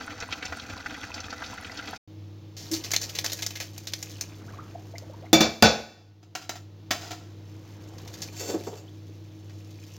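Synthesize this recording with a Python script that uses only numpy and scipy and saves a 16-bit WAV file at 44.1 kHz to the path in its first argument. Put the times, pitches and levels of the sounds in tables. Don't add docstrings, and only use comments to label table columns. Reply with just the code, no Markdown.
import sys
import numpy as np
from scipy import signal
from scipy.fft import rfft, irfft
from scipy.io import wavfile
from scipy.ndimage import uniform_filter1d

SR = 44100
rng = np.random.default_rng(int(sys.argv[2]) if len(sys.argv) > 2 else 0)


def dump_mix(stems):
    frames = np.atleast_2d(stems).T
    limited = np.clip(frames, -1, 1)
    pcm = np.round(limited * 32767).astype(np.int16)
    wavfile.write(sys.argv[1], SR, pcm)


N = 440100
TIME = np.arange(N) / SR
BOIL_END_S, SINK_START_S = 1.978, 2.075


def undb(db):
    return 10 ** (np.asarray(db) / 20)


def unit(x):
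    return x / np.sqrt(np.mean(x ** 2) + 1e-18)


def curve(rows):
    s, db = np.transpose(rows)
    return undb(np.interp(TIME, s, db, left=-np.inf, right=-np.inf))


def shape(f, points):
    hz, db = np.transpose(points)
    return undb(np.interp(np.log(f + 1), np.log(hz), db))


def resonance(f, hz, width):
    return 1j * f * width / (hz ** 2 - f ** 2 + 1j * f * width)


def colour(x, response):
    return unit(irfft(rfft(x) * response(np.fft.rfftfreq(len(x), 1 / SR)), len(x)))


def walk(rate_hz, samples=N):
    return colour(rng.standard_normal(samples), lambda f: np.exp(-f / rate_hz))


def fade(t, t60):
    return np.exp(-np.log(1000) * t / t60)


def add(track, s, sound):
    start = int(s * SR)
    track[start:start + len(sound)] += sound[:N - start]


def burst(response, t60, rise, grain_db=0):
    t = TIME[:SR // 2]
    noise, size = rng.standard_normal((2, len(t)))
    clumps = undb(grain_db * np.tanh(np.repeat(size, 30)[:len(t)]))
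    envelope = fade(t, t60) * (1 - np.exp(-t / rise))
    cloud = colour(noise * clumps, response) * envelope
    return cloud * np.linalg.norm(envelope) / envelope.max() / np.linalg.norm(cloud)


def bubbles(rate, low_hz, high_hz, cycles, spread_db, glide, seconds=N / SR):
    out = np.zeros(N)
    for when, pitch, size, life in rng.random((int(rate * seconds), 4)):
        hz = low_hz * (high_hz / low_hz) ** pitch
        t60 = cycles * (.5 + life) / hz
        t = TIME[:int(t60 * SR) + 2]
        gain = undb(-spread_db * np.log(max(size, .02)))
        phase = 2 * np.pi * hz * t * (1 + glide * t / t60)
        add(out, when * seconds, gain * fade(t, t60) * np.sin(phase))
    return unit(out) * np.sqrt(seconds * SR / N)


def crackle(rate, spread_db, smear_t60):
    clicks = (rng.random(N) < rate / SR) * rng.choice([-1, 1], N)
    clicks = clicks * undb(spread_db * np.minimum(rng.exponential(size=N), 4))
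    energy = signal.fftconvolve(clicks ** 2, fade(TIME[:2048], smear_t60) ** 2)[:N]
    tails = np.sqrt(abs(energy)) * rng.standard_normal(N)
    return unit(unit(clicks) + unit(tails))


def scatter(start, end, rate, db, hz, spread_db=1.5, octaves=0.56):
    chance = rng.random((int((end - start) * rate), 3))
    return [(start + (k + late) / rate, db + spread_db * (1 - 2 * soft),
             hz * 2 ** (octaves * (2 * pitch - 1))) for k, (late, soft, pitch) in enumerate(chance)]


def room(x, wet_db, t60):
    t = TIME[:SR // 2]
    tail = rng.standard_normal(len(t)) * fade(t, t60) * (1 - np.exp(-t / 0.0015))
    return x + undb(wet_db) * signal.fftconvolve(x, tail / np.linalg.norm(tail))[:N]


# frequency in Hz, level in dB.
BOIL_SPECTRUM = [(18, -45), (30, -13), (103, 15.5), (184, -1), (303, 8), (345, -4.5), (632, 3), (988, -6.5),
                 (1430, 1.5), (1810, -6.5), (5040, -9.5), (6550, -10.5), (8740, -34), (16000, -26.5)]
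# start in seconds, relative level in dB, centre in Hz.
STEAM_POPS = [(0.078, -35.5, 1450), (0.202, -35.5, 6050), (0.223, -32.5, 1770), (0.324, -26.5, 2900),
              (0.425, -31.5, 2280), (0.452, -34, 6500), (0.523, -29.5, 1320), (0.859, -29.5, 1670),
              (1.037, -35.5, 1600), (1.141, -34.5, 5530), (1.202, -36.5, 5500), (1.326, -32.5, 1400),
              (1.42, -32, 1400), (1.772, -36.5, 4400), (1.796, -35, 1500), (1.931, -34, 985)]

def boiling(fizz_db=-51, surge_db=2, simmer_db=-50, spatter_db=-69, pop_db=1):
    froth = bubbles(4200, 46.7, 15000, cycles=2.2, spread_db=-0.5, glide=0.062, seconds=BOIL_END_S)
    fizz = colour(froth, lambda f: f * shape(f, BOIL_SPECTRUM)) * undb(surge_db * walk(36))
    simmer = bubbles(200, 1000, 6000, cycles=24, spread_db=3.6, glide=.04, seconds=BOIL_END_S)
    spatter = bubbles(49, 7100, 15000, cycles=21, spread_db=5.5, glide=.03, seconds=BOIL_END_S)
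    out = undb(fizz_db) * fizz + undb(simmer_db) * simmer + undb(spatter_db) * spatter
    small_pops = scatter(0, BOIL_END_S, rate=11, db=-38, hz=2610, octaves=1)
    for s, db, hz in STEAM_POPS + small_pops:
        spit = burst(lambda f: shape(f, BOIL_SPECTRUM) * (0.096 + resonance(f, hz, 0.42 * hz)),
                     t60=0.05, rise=0.00081, grain_db=-0.5)
        add(out, s, undb(db + pop_db) * spit)
    return room(out, wet_db=-5.5, t60=0.034)


# frequency in Hz, rms level in dB.
MOTOR_PARTIALS = [(100, -45), (157.5, -57.5), (200, -61), (316.5, -55), (474, -67.5)]
# frequency in Hz, level in dB.
AIR_SPECTRUM = [(18, -54.5), (30, -45), (43, -14), (71, -18), (103, 3), (204, -21), (319, -1.5),
                (404, -12.5), (473, -14.5), (1590, -29.5), (3670, -27), (6550, -33.5), (8520, -53),
                (16000, -40.5)]

def kitchen(air_db=-52, waver_db=1):
    out = undb(air_db) * colour(rng.standard_normal(N), lambda f: shape(f, AIR_SPECTRUM))
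    for hz, db in MOTOR_PARTIALS:
        amplitude = np.sqrt(2) * undb(db + waver_db * walk(6))
        out += amplitude * np.sin(2 * np.pi * hz * TIME + walk(7.2) * hz / 700)
    return out


# frequency in Hz, level in dB.
WET_SPECTRUM = [(150, -30), (330, -5.5), (600, -0.5), (1200, -12), (1900, -3.5), (3000, -7.5), (5000, 0),
                (6700, 0.5), (8000, -15), (9500, -17), (14000, -8.5), (16000, -14)]
# start in seconds, level in dB, centre in Hz, t60 in seconds.
LEAF_SPLATS = [(2.567, -41.5, 4320, 0.66), (2.714, -31, 8700, 0.21), (2.734, -26.5, 4670, 0.14),
               (2.844, -33, 3800, 0.11), (2.916, -20.5, 7030, 0.031), (2.935, -19.5, 2240, 0.064),
               (2.963, -13.5, 4070, 0.024), (3.015, -29, 5030, 0.16), (3.153, -33, 3300, 0.12),
               (3.187, -20, 3340, 0.032), (3.243, -27, 1370, 0.15), (3.262, -21.5, 3500, 0.026),
               (3.319, -28.5, 3960, 0.093), (3.331, -25.5, 9650, 0.024), (3.422, -25.5, 3950, 0.062),
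               (3.464, -21, 5530, 0.026), (3.555, -33, 2300, 0.089), (3.601, -30.5, 2500, 0.17),
               (3.779, -33, 9600, 0.024), (3.871, -30.5, 3860, 0.078), (3.935, -22.5, 3980, 0.03),
               (4.027, -28, 7150, 0.031), (4.21, -24.5, 6200, 0.048), (4.982, -34.5, 5230, 0.022),
               (8.219, -30.5, 4750, 0.11)]
# time in seconds, relative level in dB.
CRACKLE_ENVELOPES = [
    [(2.6, -53), (2.76, -44.5), (3.08, -44.5), (3.43, -45), (3.67, -54), (4.16, -46), (4.38, -57),
     (5.3, -64)],
    [(7.3, -68.5), (7.95, -57.5), (8.24, -48), (8.39, -50), (8.63, -48), (8.87, -64), (9.46, -64.5),
     (9.97, -52)],
]
SHRED_SPANS = [(2.75, 3.7), (7.98, 8.22)]

def leaves(tick_db=-4, squelch_db=-7):
    def slap(hz, t60):
        return burst(lambda f: shape(f, WET_SPECTRUM) * (0.54 + resonance(f, hz, 0.6 * hz)),
                     t60, rise=0.00035, grain_db=4)

    ticks = colour(crackle(rate=500, spread_db=4, smear_t60=0.058), lambda f: shape(f, WET_SPECTRUM))
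    squelch = bubbles(410, 2300, 7000, cycles=26, spread_db=4, glide=.04)
    out = undb(tick_db) * ticks + undb(squelch_db) * squelch
    for start, end in SHRED_SPANS:
        for s, db, hz in scatter(start, end, rate=14, db=11.5, hz=3180):
            add(out, s, undb(db) * slap(hz, t60=0.06))
    out *= sum(curve(rows) for rows in CRACKLE_ENVELOPES)
    for s, db, hz, t60 in LEAF_SPLATS:
        add(out, s, undb(db) * slap(hz, t60))
    return room(out, wet_db=-9.5, t60=0.17)


# time in seconds, relative level in dB.
FLOW_ENVELOPES = [
    [(2.6, -53.5), (3.1, -52.5), (3.84, -63), (4.57, -48.5), (4.91, -60), (5.28, -52)],
    [(7.2, -60), (7.358, -62.5), (7.612, -58.5), (7.926, -52.5), (8.048, -51), (8.36, -52.5)],
]
# start in seconds, relative level in dB, first pitch in Hz, length in seconds.
AIR_GULPS = [(4.479, -44, 1290, 0.022), (4.532, -44, 990, 0.02), (4.585, -34.5, 1060, 0.019),
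             (4.747, -34, 608, 0.017), (4.936, -35, 573, 0.02), (4.953, -36.5, 1907, 0.012),
             (5.02, -39, 520, 0.024), (5.091, -39, 490, 0.022), (5.133, -40.5, 826, 0.017),
             (5.216, -40, 472, 0.042), (5.257, -47, 1900, 0.013), (8.877, -48, 2900, 0.015)]

def drain(trickle_db=-4, gulp_db=-1, octaves_per_s=22):
    flow = sum(curve(rows) for rows in FLOW_ENVELOPES)
    out = undb(trickle_db) * flow * bubbles(600, 400, 3200, cycles=12, spread_db=2, glide=.08)
    for s, db, start_hz, length in AIR_GULPS:
        progress = np.linspace(0, 1, int(length * SR))
        hz = start_hz * 2 ** (octaves_per_s * length * progress)
        wobble = 1 + .35 * walk(250, SR // 10)[:len(progress)]
        gulp = np.sin(np.pi * progress) * wobble * np.sin(2 * np.pi * np.cumsum(hz) / SR)
        add(out, s, undb(db + gulp_db) * gulp)
    rumble = colour(rng.standard_normal(N), lambda f: resonance(f, 130, 290) ** 2)
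    return room(out, wet_db=-6.5, t60=0.33) + flow * rumble


# start in seconds, relative level in dB, centre and bandwidth in Hz, t60 in seconds.
FLOOR_BUMPS = [(2.708, -31.5, 320, 34, 0.32), (8.396, -40.5, 427, 370, 1), (8.485, -31.5, 400, 295, 0.17),
               (8.539, -24, 350, 209, 0.076), (8.667, -31.5, 403, 390, 0.07), (8.72, -44, 428, 447, 0.35),
               (9.093, -48, 330, 150, 0.058)]

def sink_floor(bump_db=1):
    out = np.zeros(N)
    for s, db, hz, width, t60 in FLOOR_BUMPS:
        add(out, s, undb(db + bump_db) * burst(lambda f: resonance(f, hz, width) ** 2, t60, rise=.007))
    return room(out, wet_db=-5, t60=0.27)


# frequency in Hz, t60 in seconds for a blow on the rim,
# relative level in dB when the base strikes, and when the rim strikes.
POT_MODES = [(160, .28, -22, -25), (222, .33, -19, -19), (323, .2, -5, -31), (454, .28, -48, -18),
             (477, .35, -30, -25), (544, .42, -29, -20), (678, .4, -32, -26), (720, .33, -40, -26),
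             (762, .4, -30, -28), (829, .38, -49, -25), (1260, .27, -29, -27), (1478, .3, -45, -18),
             (1509, .35, -36, -25), (2295, .28, -26, -29), (2325, .32, -23, -24), (2668, .33, -33, -25),
             (3385, .29, -56, -23), (3490, .36, -28, -21), (3533, .2, -8, -34), (4445, .3, -26, -22),
             (4790, .33, -33, -22), (5740, .28, -25, -26), (6770, .24, -26, -30), (7548, .22, -33, -42)]
# start in seconds, ring gain in dB, contact (0 base, 1 rim), clash level in dB.
POT_LANDINGS = [(5.33, 15, 0.18, -4), (5.406, 7.5, 0.23, -6), (5.624, 14, 0.98, 4), (5.644, -1, 0.55, -4.5)]
# frequency in Hz, level in dB.
CLASH_SPECTRUM = [(25, -50), (45, -28.5), (70, 3), (110, -2.5), (160, -4), (220, 5.5), (270, -8),
                  (450, 1.5), (750, 4), (950, -7.5), (1500, -7.5), (2050, -11.5), (2600, -5), (3050, -16.5),
                  (3500, -8), (4900, -6), (7000, -15.5), (8500, -43), (16000, -43.5)]

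def pot(clash_t60=0.31, crack_db=-17, base_damping=0.11, rattle=0.3):
    out, t = np.zeros(N), TIME[:SR]
    attack = 1 - np.exp(-t / 0.0015)
    for s, ring_db, contact, clash_db in POT_LANDINGS:
        life = 1 - base_damping * (1 - contact)
        for hz, t60, base_db, rim_db in POT_MODES:
            flutter = 1 + rattle * walk(50, SR)
            mode = flutter * attack * fade(t, t60 * life) * np.sin(2 * np.pi * (hz * t + rng.random()))
            add(out, s, undb(ring_db + base_db + contact * (rim_db - base_db)) * mode)
        clash = burst(lambda f: shape(f, CLASH_SPECTRUM), clash_t60 * life, rise=0.00068, grain_db=2.5)
        crack = burst(lambda f: shape(f, WET_SPECTRUM), t60=0.094, rise=0.00018)
        add(out, s, undb(clash_db) * clash + undb(ring_db + crack_db) * crack)
    return room(out, wet_db=-17, t60=0.59)


# start in seconds, level in dB, t60 in seconds.
COLANDER_TAPS = [(6.228, -47, 0.062), (6.351, -22, .055), (6.415, -40, 0.17), (6.493, -21, 0.032),
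                 (6.555, -36.5, 0.077), (6.907, -18.5, 0.06), (6.93, -45.5, 0.77), (7.01, -41.5, 0.7),
                 (7.107, -33.5, 0.097), (9.495, -52, 0.073)]
# frequency in Hz, level in dB.
KNOCK_SPECTRUM = [(150, -24.5), (330, -3), (520, -16), (720, -3.5), (950, -10), (1300, -10), (4800, -10.5),
                  (7000, -11), (8700, -31.5), (16000, -23.5)]
# frequency and bandwidth in Hz, weight in dB (halved when played).
COLANDER_MODES = [(700, 89, -5.5), (1360, 54, -2), (1913, 36, -15), (3250, 35, -21), (3970, 45, -10),
                  (4950, 69, -6), (5800, 25, -16)]
# time of the peak in seconds, level in dB, seconds to swell by 60 dB.
COLANDER_SHOVES = [(8.402, -34.5, 0.15), (8.508, -36, 0.4), (8.675, -45.5, 0.1), (8.78, -51, 0.16)]
# frequency and bandwidth in Hz, relative level in dB.
FRICTION_MODES = [(1498, 63, -9.5), (2690, 110, -6), (3530, 75, -2), (4520, 190, -2), (5400, 510, -15),
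                  (6820, 1200, -8), (7450, 260, -2)]

def colander(ring_db=7, scrape_t60=0.14):
    def knocked(f):
        modes = sum(undb(db / 2) * resonance(f, hz, width) for hz, width, db in COLANDER_MODES)
        return shape(f, KNOCK_SPECTRUM) * (1 + undb(ring_db) * modes)

    def rubbed(f):
        modes = sum(undb(db) * resonance(f, hz, width) ** 2 for hz, width, db in FRICTION_MODES)
        return 0.37 * shape(f, WET_SPECTRUM) + modes

    shoves = sum(undb(db) * fade(abs(TIME - s), np.where(TIME < s, swell, scrape_t60))
                 for s, db, swell in COLANDER_SHOVES)
    out = shoves * colour(crackle(rate=1500, spread_db=-2, smear_t60=0.0076), rubbed)
    for s, db, t60 in COLANDER_TAPS:
        add(out, s, undb(db) * burst(knocked, t60, rise=0.0019, grain_db=6))
    return room(out, wet_db=-5, t60=0.27)


# frequency in Hz, side relative to mid in dB before the bearing scales it.
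SIDE_SPECTRUM = [(500, -50), (2400, -43), (4500, -22), (8000, -10), (15000, -11)]

def scene():
    at_stove = np.clip((BOIL_END_S - TIME) / 0.0078, 0, 1)
    at_sink = np.clip((TIME - SINK_START_S) / 0.0015, 0, 1)
    mid = at_stove * boiling()
    mid += at_sink * (kitchen() + leaves() + drain() + sink_floor() + pot() + colander())
    bearing = .85 + .5 * walk(40)
    ports = shape(np.fft.rfftfreq(N, 1 / SR), SIDE_SPECTRUM) * np.exp(1.3j)
    side = bearing * irfft(rfft(mid) * ports, N)
    return np.array([mid + side, mid - side])


def record(dry, threshold_db=-7.5, release_db_per_s=11, cutoff_hz=16000):
    power = uniform_filter1d(np.mean(dry ** 2, axis=0), size=256)
    over_db = 10 * np.log10(np.maximum(power, 1e-12)) - threshold_db
    recovery_db = release_db_per_s * TIME
    duck_db = np.maximum(np.maximum.accumulate(over_db + recovery_db) - recovery_db, 0)
    rounded = np.tanh(dry * undb(-duck_db))
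    return signal.sosfilt(signal.ellip(8, .2, 70, cutoff_hz, fs=SR, output="sos"), rounded)


dry = scene()
out = record(dry)
dump_mix(out)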